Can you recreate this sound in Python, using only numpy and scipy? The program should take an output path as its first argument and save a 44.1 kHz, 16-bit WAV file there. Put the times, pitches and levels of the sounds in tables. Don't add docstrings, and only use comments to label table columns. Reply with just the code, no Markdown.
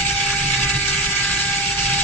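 import sys
import numpy as np
from scipy import signal
from scipy.fft import rfft, irfft
from scipy.io import wavfile
from scipy.ndimage import uniform_filter1d, map_coordinates

SR = 44100
rng = np.random.default_rng(int(sys.argv[2]) if len(sys.argv) > 2 else 0)


def log_audio(samples):
    frames = np.atleast_2d(samples).T
    limited = np.clip(frames, -1, 1)
    pcm = np.round(limited * 32767).astype(np.int16)
    wavfile.write(sys.argv[1], SR, pcm)


N = 89919
T = np.arange(N) / SR
FREQS = np.maximum(np.arange(N // 2 + 1) * SR / N, 1)

SPINDLE_HZ, FLUTES = 199.97, 2
RASP_TRIM_DB, BODY_TRIM_DB, HISS_TRIM_DB, RING_TRIM_DB, DRONE_TRIM_DB = -.3, 1, 3, 1, -2.5

# time in seconds, level in dB before the harmonic's gain.
FOURTH_LEVEL = [(0, -29), (.1, -30.3), (.35, -31.5), (.7, -34), (.9, -42), (1.02, -39), (1.17, -42),
                (1.32, -37.5), (1.42, -38.5), (1.5, -32), (1.72, -32), (2.0, -28.5)]
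EIGHTH_LEVEL = [(0, -46), (.1, -39), (.2, -39), (.3, -34.5), (.4, -37.5), (.58, -38), (.64, -33),
                (.82, -36), (.94, -35), (.99, -42), (1.07, -34), (1.16, -34), (1.24, -29.5), (1.39, -33.5),
                (1.5, -29.5), (1.63, -37), (1.7, -48), (1.78, -41), (1.84, -40), (1.9, -33), (1.96, -39),
                (2.04, -37.5)]
SIXTH_AND_TENTH_LEVEL = [(0, -41), (.18, -53), (.31, -39), (.46, -43), (.53, -33), (.6, -38), (.67, -29.5),
                         (.76, -30.5), (.84, -37), (.93, -32), (1.0, -38), (1.1, -33), (1.2, -31.5),
                         (1.4, -36), (1.65, -40), (1.74, -50), (1.9, -38), (2.04, -38)]
# harmonic number, gain in dB, left minus right in dB, left phase lead in radians.
STRONG_HARMONICS = [(4, 0, 2, -.3), (6, -8.5, 0, .6), (8, 0, 0, .7), (10, -2.5, -10, -.8)]
# harmonic number, level in dB, left minus right in dB, left phase lead in radians.
WEAK_HARMONICS = [(2, -44.5, 5, -.8), (12, -44, -6, 2.4), (14, -49, 1, 1.1), (16, -47, -5, 1.7),
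                  (18, -51, -4, 0), (21, -47, -1, 1.2), (23, -42, -5, 2), (25, -49, -3, 3),
                  (27, -42.5, -8, -2), (31, -45, -6, -1.7), (38, -49, 2, 0), (40, -55, 3, -.4),
                  (44, -51, 4, 1.6)]

# time in seconds, level in dB before the trim.
RASP_LEVEL = [(0, -27), (.2, -26.5), (.4, -28), (.62, -27.5), (.8, -29), (1.0, -27), (1.1, -28.5),
              (1.2, -29), (1.27, -27.5), (1.5, -28.5), (1.65, -26), (1.74, -27.5), (1.85, -26.5),
              (2.04, -27)]
BODY_LEVEL = [(0, -32.5), (.18, -32.5), (.3, -31), (.48, -35.5), (.52, -32.5), (.6, -30.5), (.78, -31.5),
              (.84, -37), (.88, -30), (1.0, -30), (1.2, -31.5), (1.7, -35), (1.76, -29.5), (1.82, -32.5),
              (2.04, -32.5)]
HISS_LEVEL = [(0, -28.5), (.2, -29), (.45, -28.7), (.65, -29), (.8, -30), (.95, -28.3), (1.1, -29),
              (1.2, -28.2), (1.28, -27.8), (1.45, -28), (1.62, -29), (1.8, -28), (2.04, -28.5)]
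RING_LEVEL = [(0, -27.5), (.05, -27), (.08, -27), (.13, -30.5), (.19, -26), (.3, -29.5), (.38, -27),
              (.45, -31), (.52, -23), (.6, -31), (.7, -29), (.73, -30.5), (.78, -35), (.81, -27.5),
              (.87, -26.5), (.9, -35), (.93, -26.5), (1.05, -30), (1.13, -31.5), (1.19, -23), (1.26, -38),
              (1.35, -28), (1.42, -32.5), (1.55, -28.5), (1.69, -30), (1.77, -38), (1.8, -31),
              (2.04, -29.5)]
DRONE_LEVEL = [(0.0, -37), (0.04, -29.5), (0.18, -38), (0.48, -26), (0.58, -32.5), (0.64, -18), (0.7, -40),
               (0.76, -21), (0.8, -37), (0.9, -30), (1.12, -36), (1.8, -37), (1.88, -26.5), (2.04, -36.5)]
# frequency in Hz, relative spectral density in dB.
RASP_SPECTRUM = [(2100, -48), (2380, -13), (2480, -6), (2650, -0.5), (2790, -1.5), (2900, -4), (3350, -7),
                 (3700, -10), (4500, -63.5)]
BODY_SPECTRUM = [(620, -34.5), (800, -12), (1040, -23), (1220, -15), (1380, -16.5), (1580, -7),
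                 (1780, -7.5), (1905, -19.5), (2000, -4.5), (2100, -8), (2300, -53)]
HISS_SPECTRUM = [(2800, -50.5), (3500, 0), (3900, 6.5), (4300, 4), (4600, 6.5), (4950, 3), (5150, 2),
                 (5450, 4), (5850, 3.5), (6100, 0.5), (7300, .5), (7600, 4.5), (7870, -3.5), (8000, 3.5),
                 (8200, -20), (8450, -1.5), (8650, -26.5), (8800, -1.5), (9100, -38), (9400, -44.5),
                 (9800, -50.5)]
RING_SPECTRUM = [(1950, -29.5), (2130, -7.5), (2200, 5), (2310, 0.5), (2400, 0), (2520, -27.5), (2700, -60)]
FRAME_SPECTRUM = [(10, -19), (20, -8.5), (26, 6.5), (35, -6.5), (52, 4), (75, -6.5), (105, -1.5),
                  (150, -12.5), (172, -0.5), (195, -6.5), (225, -12), (330, -11), (450, -20.5), (600, -36),
                  (900, -27), (2000, -60)]

# centre in seconds, length in seconds, change of the rasp in dB, change of the hiss in dB.
SCRAPES = [(.085, .045, 2.5, 2), (.205, .035, 2, 1.3), (.305, .05, 0, 1.5), (.53, .045, 3, 1.8),
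           (.63, .028, 3.5, 2.5), (.703, .024, 2.5, 4.3), (.89, .034, 1, 3.2), (1.05, .025, 1, 2),
           (1.18, .035, 0, 1.5), (1.24, .025, 2, 1.8), (1.405, .025, 2, 2), (1.802, .03, 1.5, 2),
           (1.858, .035, 1, 2), (1.94, .016, 0, 1.8), (2.003, .026, 1.5, 4.2)]
LET_UPS = [(.04, .03, -2.5, -2), (.145, .03, -3, -1.2), (.355, .022, -4.5, -3), (.59, .025, -1.5, -1.3),
           (.665, .025, 0, -2), (.728, .016, -4.5, -3), (.785, .035, -3, -1), (.842, .022, -2, -2),
           (1.085, .025, -3, -1.5), (1.143, .02, -1, -4), (1.755, .055, -5, -2.3)]
# centre in seconds, level there in dB, pitch in Hz.
CATCHES = [(0.333, -26.5, 1600), (0.628, -32, 2780), (1.862, -27, 2470), (1.93, -25, 2450)]

# frequency in Hz, left minus right in dB.
EAR_BALANCE = [(250, 0), (500, 3), (1000, -4), (1800, 0), (2050, -0.5), (2300, -16), (2600, 5.5),
               (2820, -3), (3700, -0.5), (5000, -0.5), (7000, -2), (8300, 4.5)]
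# frequency in Hz, coherence from 0 to 1.
EAR_COHERENCE = [(200, 1), (330, 1), (600, 0.28), (900, 0.27), (1400, 1), (2000, 0), (3000, 0.85),
                 (4500, .5), (6500, .5), (8500, 0.3)]
# frequency in Hz, left lead in radians, scatter by echoes in radians.
EAR_PHASE = [(200, -3.3, 0.24), (430, -0.7, 0.39), (1000, -0.66, 0.37), (1650, 0.14, 0.05),
             (2010, -0.74, 1.2), (2270, 0.83, 1.5), (3020, 0.77, 0.35), (3550, 1.7, .7), (4650, 3.2, .7),
             (5220, 3.5, .8), (7880, 9, 1.2), (10040, 16, 1.5)]


def spindle_angle(wander=.00048):
    speed_hz = SPINDLE_HZ * (1 + wander * drift(4.1))
    return 2 * np.pi * np.cumsum(speed_hz) / SR


def spindle_whine(angle, strong_waver_db=.5, weak_waver_db=2.4, tremolo_hz=20):
    envelopes = (FOURTH_LEVEL, SIXTH_AND_TENTH_LEVEL, EIGHTH_LEVEL, SIXTH_AND_TENTH_LEVEL)
    tones = 0
    for (number, gain_db, pan_db, lead), envelope in zip(STRONG_HARMONICS, envelopes):
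        level_db = in_time(envelope) + gain_db + strong_waver_db * drift(6)
        tones += harmonic(angle, number, level_db, pan_db, lead)
    for number, level_db, pan_db, lead in WEAK_HARMONICS:
        tones += harmonic(angle, number, level_db + weak_waver_db * drift(6), pan_db, lead)
    tremolo = 1 + .14 * np.sin(2 * np.pi * tremolo_hz * T + drift(4.1))
    return tones * tremolo


def harmonic(angle, number, level_db, pan_db, lead):
    half = np.array([[.5], [-.5]])
    phase = number * angle + rng.uniform(0, 2 * np.pi) + half * lead
    return np.sqrt(2) * from_db(level_db + half * pan_db) * np.sin(phase)


def workpiece_rasp(angle, bite_db, grit):
    pulsing = 1 + .048 * np.sin(FLUTES * angle) + .02 * np.sin(angle)
    grit_db = 1.05 * grit
    rasp_db = in_time(RASP_LEVEL) + RASP_TRIM_DB + bite_db + grit_db
    body_db = in_time(BODY_LEVEL) + BODY_TRIM_DB + .44 * bite_db + grit_db
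    rasp = from_db(rasp_db) * flicker(stereo_noise(RASP_SPECTRUM), depth_db=3.2)
    body = from_db(body_db) * flicker(stereo_noise(BODY_SPECTRUM), depth_db=3.2)
    return pulsing * (rasp + body)


def chip_hiss(bite_db, grit):
    level_db = in_time(HISS_LEVEL) + HISS_TRIM_DB + bite_db + .76 * grit
    spray = flicker(stereo_noise(HISS_SPECTRUM), depth_db=3.8)
    return from_db(level_db) * flicker(spray, depth_db=5.5, band_hz=65, per_s=8, size=2048)


def bite_changes(rows):
    return sum(np.outer([rasp_db, hiss_db], np.exp(-(2 * (T - centre) / length) ** 4))
               for centre, length, rasp_db, hiss_db in rows)


def tool_chatter(burst_db=3, average_s=.04):
    ringing = stereo_noise(RING_SPECTRUM) * from_db(burst_db * drift(90))
    slow_power = uniform_filter1d(np.mean(ringing ** 2, axis=0), size=int(average_s * SR))
    return from_db(in_time(RING_LEVEL) + RING_TRIM_DB) * ringing / np.sqrt(slow_power)


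def bit_catches(sigma_s=.009):
    knocks = 0
    for centre, level_db, hz in CATCHES:
        envelope = np.exp(-.5 * ((T - centre) / sigma_s) ** 2)
        knocks += from_db(level_db) * envelope * resonant_noise(hz, width_hz=600)
    return knocks


def frame_rumble(drone_hz=136.6, rumble_db=-33.5):
    level_db = in_time(DRONE_LEVEL)
    mode = signal.hilbert(resonant_noise(drone_hz, width_hz=20))
    drone = rms_one(mode.real / (np.abs(mode) + .1) ** .6)
    throb_db = .15 * (level_db - level_db.mean())
    rumble = flicker(stereo_noise(FRAME_SPECTRUM), depth_db=2)
    return from_db(rumble_db + throb_db) * rumble + from_db(level_db + DRONE_TRIM_DB) * drone


def stereo_noise(spectrum, mono_below_hz=275, ripple_from_hz=2600):
    mid, side = rfft(rng.standard_normal((2, N)))
    sign = np.array([[1], [-1]])
    apart = 1 / (1 + (mono_below_hz / FREQS) ** 6)
    coherence = 1 - apart * (1 - np.clip(at_hz(EAR_COHERENCE), 0, 1))
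    pair = np.sqrt(1 + coherence) * mid + sign * np.sqrt(1 - coherence) * side
    lead = at_hz(EAR_PHASE) + at_hz(EAR_PHASE, column=2) * housing_ripple()
    phase_shift = np.exp(.5j * sign * apart * lead)
    ripple_db = 1.5 * np.array([housing_ripple(), housing_ripple()]) / (1 + (ripple_from_hz / FREQS) ** 2)
    balance_db = sign * apart * at_hz(EAR_BALANCE) / 2
    return rms_one(irfft(pair * phase_shift * from_db(at_hz(spectrum) + ripple_db + balance_db), N))


def housing_ripple(decay_s=.0036):
    echoes = rng.standard_normal(N) * T * np.exp(-T / decay_s)
    return rms_one(rfft(echoes).real)


def flicker(sound, depth_db, band_hz=170, per_s=18, size=512):
    window = dict(nperseg=size, noverlap=size - size // 4)
    hz, seconds, bands = signal.stft(sound, SR, **window)
    chance = rng.standard_normal((int(SR / 2 / band_hz) + 2, size))
    grid = np.meshgrid(hz / band_hz, 2 * per_s * seconds, indexing="ij")
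    swing = np.minimum(map_coordinates(chance, grid, order=1), .55)
    _, modulated = signal.istft(bands * from_db(depth_db * swing), SR, **window)
    return rms_one(modulated[:, :N])


def resonant_noise(hz, width_hz):
    response = 1 / (1 + (2 * (FREQS - hz) / width_hz) ** 2)
    return rms_one(irfft(rfft(rng.standard_normal(N)) * response, N))


def drift(corner_hz):
    slow = irfft(rfft(rng.standard_normal(N)) / (1 + (FREQS / corner_hz) ** 2), N)
    return rms_one(slow - slow.mean())


def in_time(rows):
    return np.interp(T, *np.transpose(rows))


def at_hz(rows, column=1):
    columns = np.transpose(rows)
    return np.interp(np.log(FREQS), np.log(columns[0]), columns[column])


def from_db(db):
    return 10 ** (np.asarray(db) / 20)


def rms_one(x):
    return x / np.sqrt(np.mean(x ** 2) + 1e-20)


def scene():
    angle = spindle_angle()
    whine = spindle_whine(angle)
    grit = drift(77)
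    rasp_bite_db, hiss_bite_db = bite_changes(SCRAPES) + bite_changes(LET_UPS)
    cut = workpiece_rasp(angle, rasp_bite_db, grit) + chip_hiss(hiss_bite_db, grit)
    return whine + cut + tool_chatter() + bit_catches() + frame_rumble()


def record(dry):
    return signal.sosfiltfilt(signal.cheby2(16, 50, 10200, fs=SR, output="sos"), dry)


dry = scene()
out = record(dry)
log_audio(out)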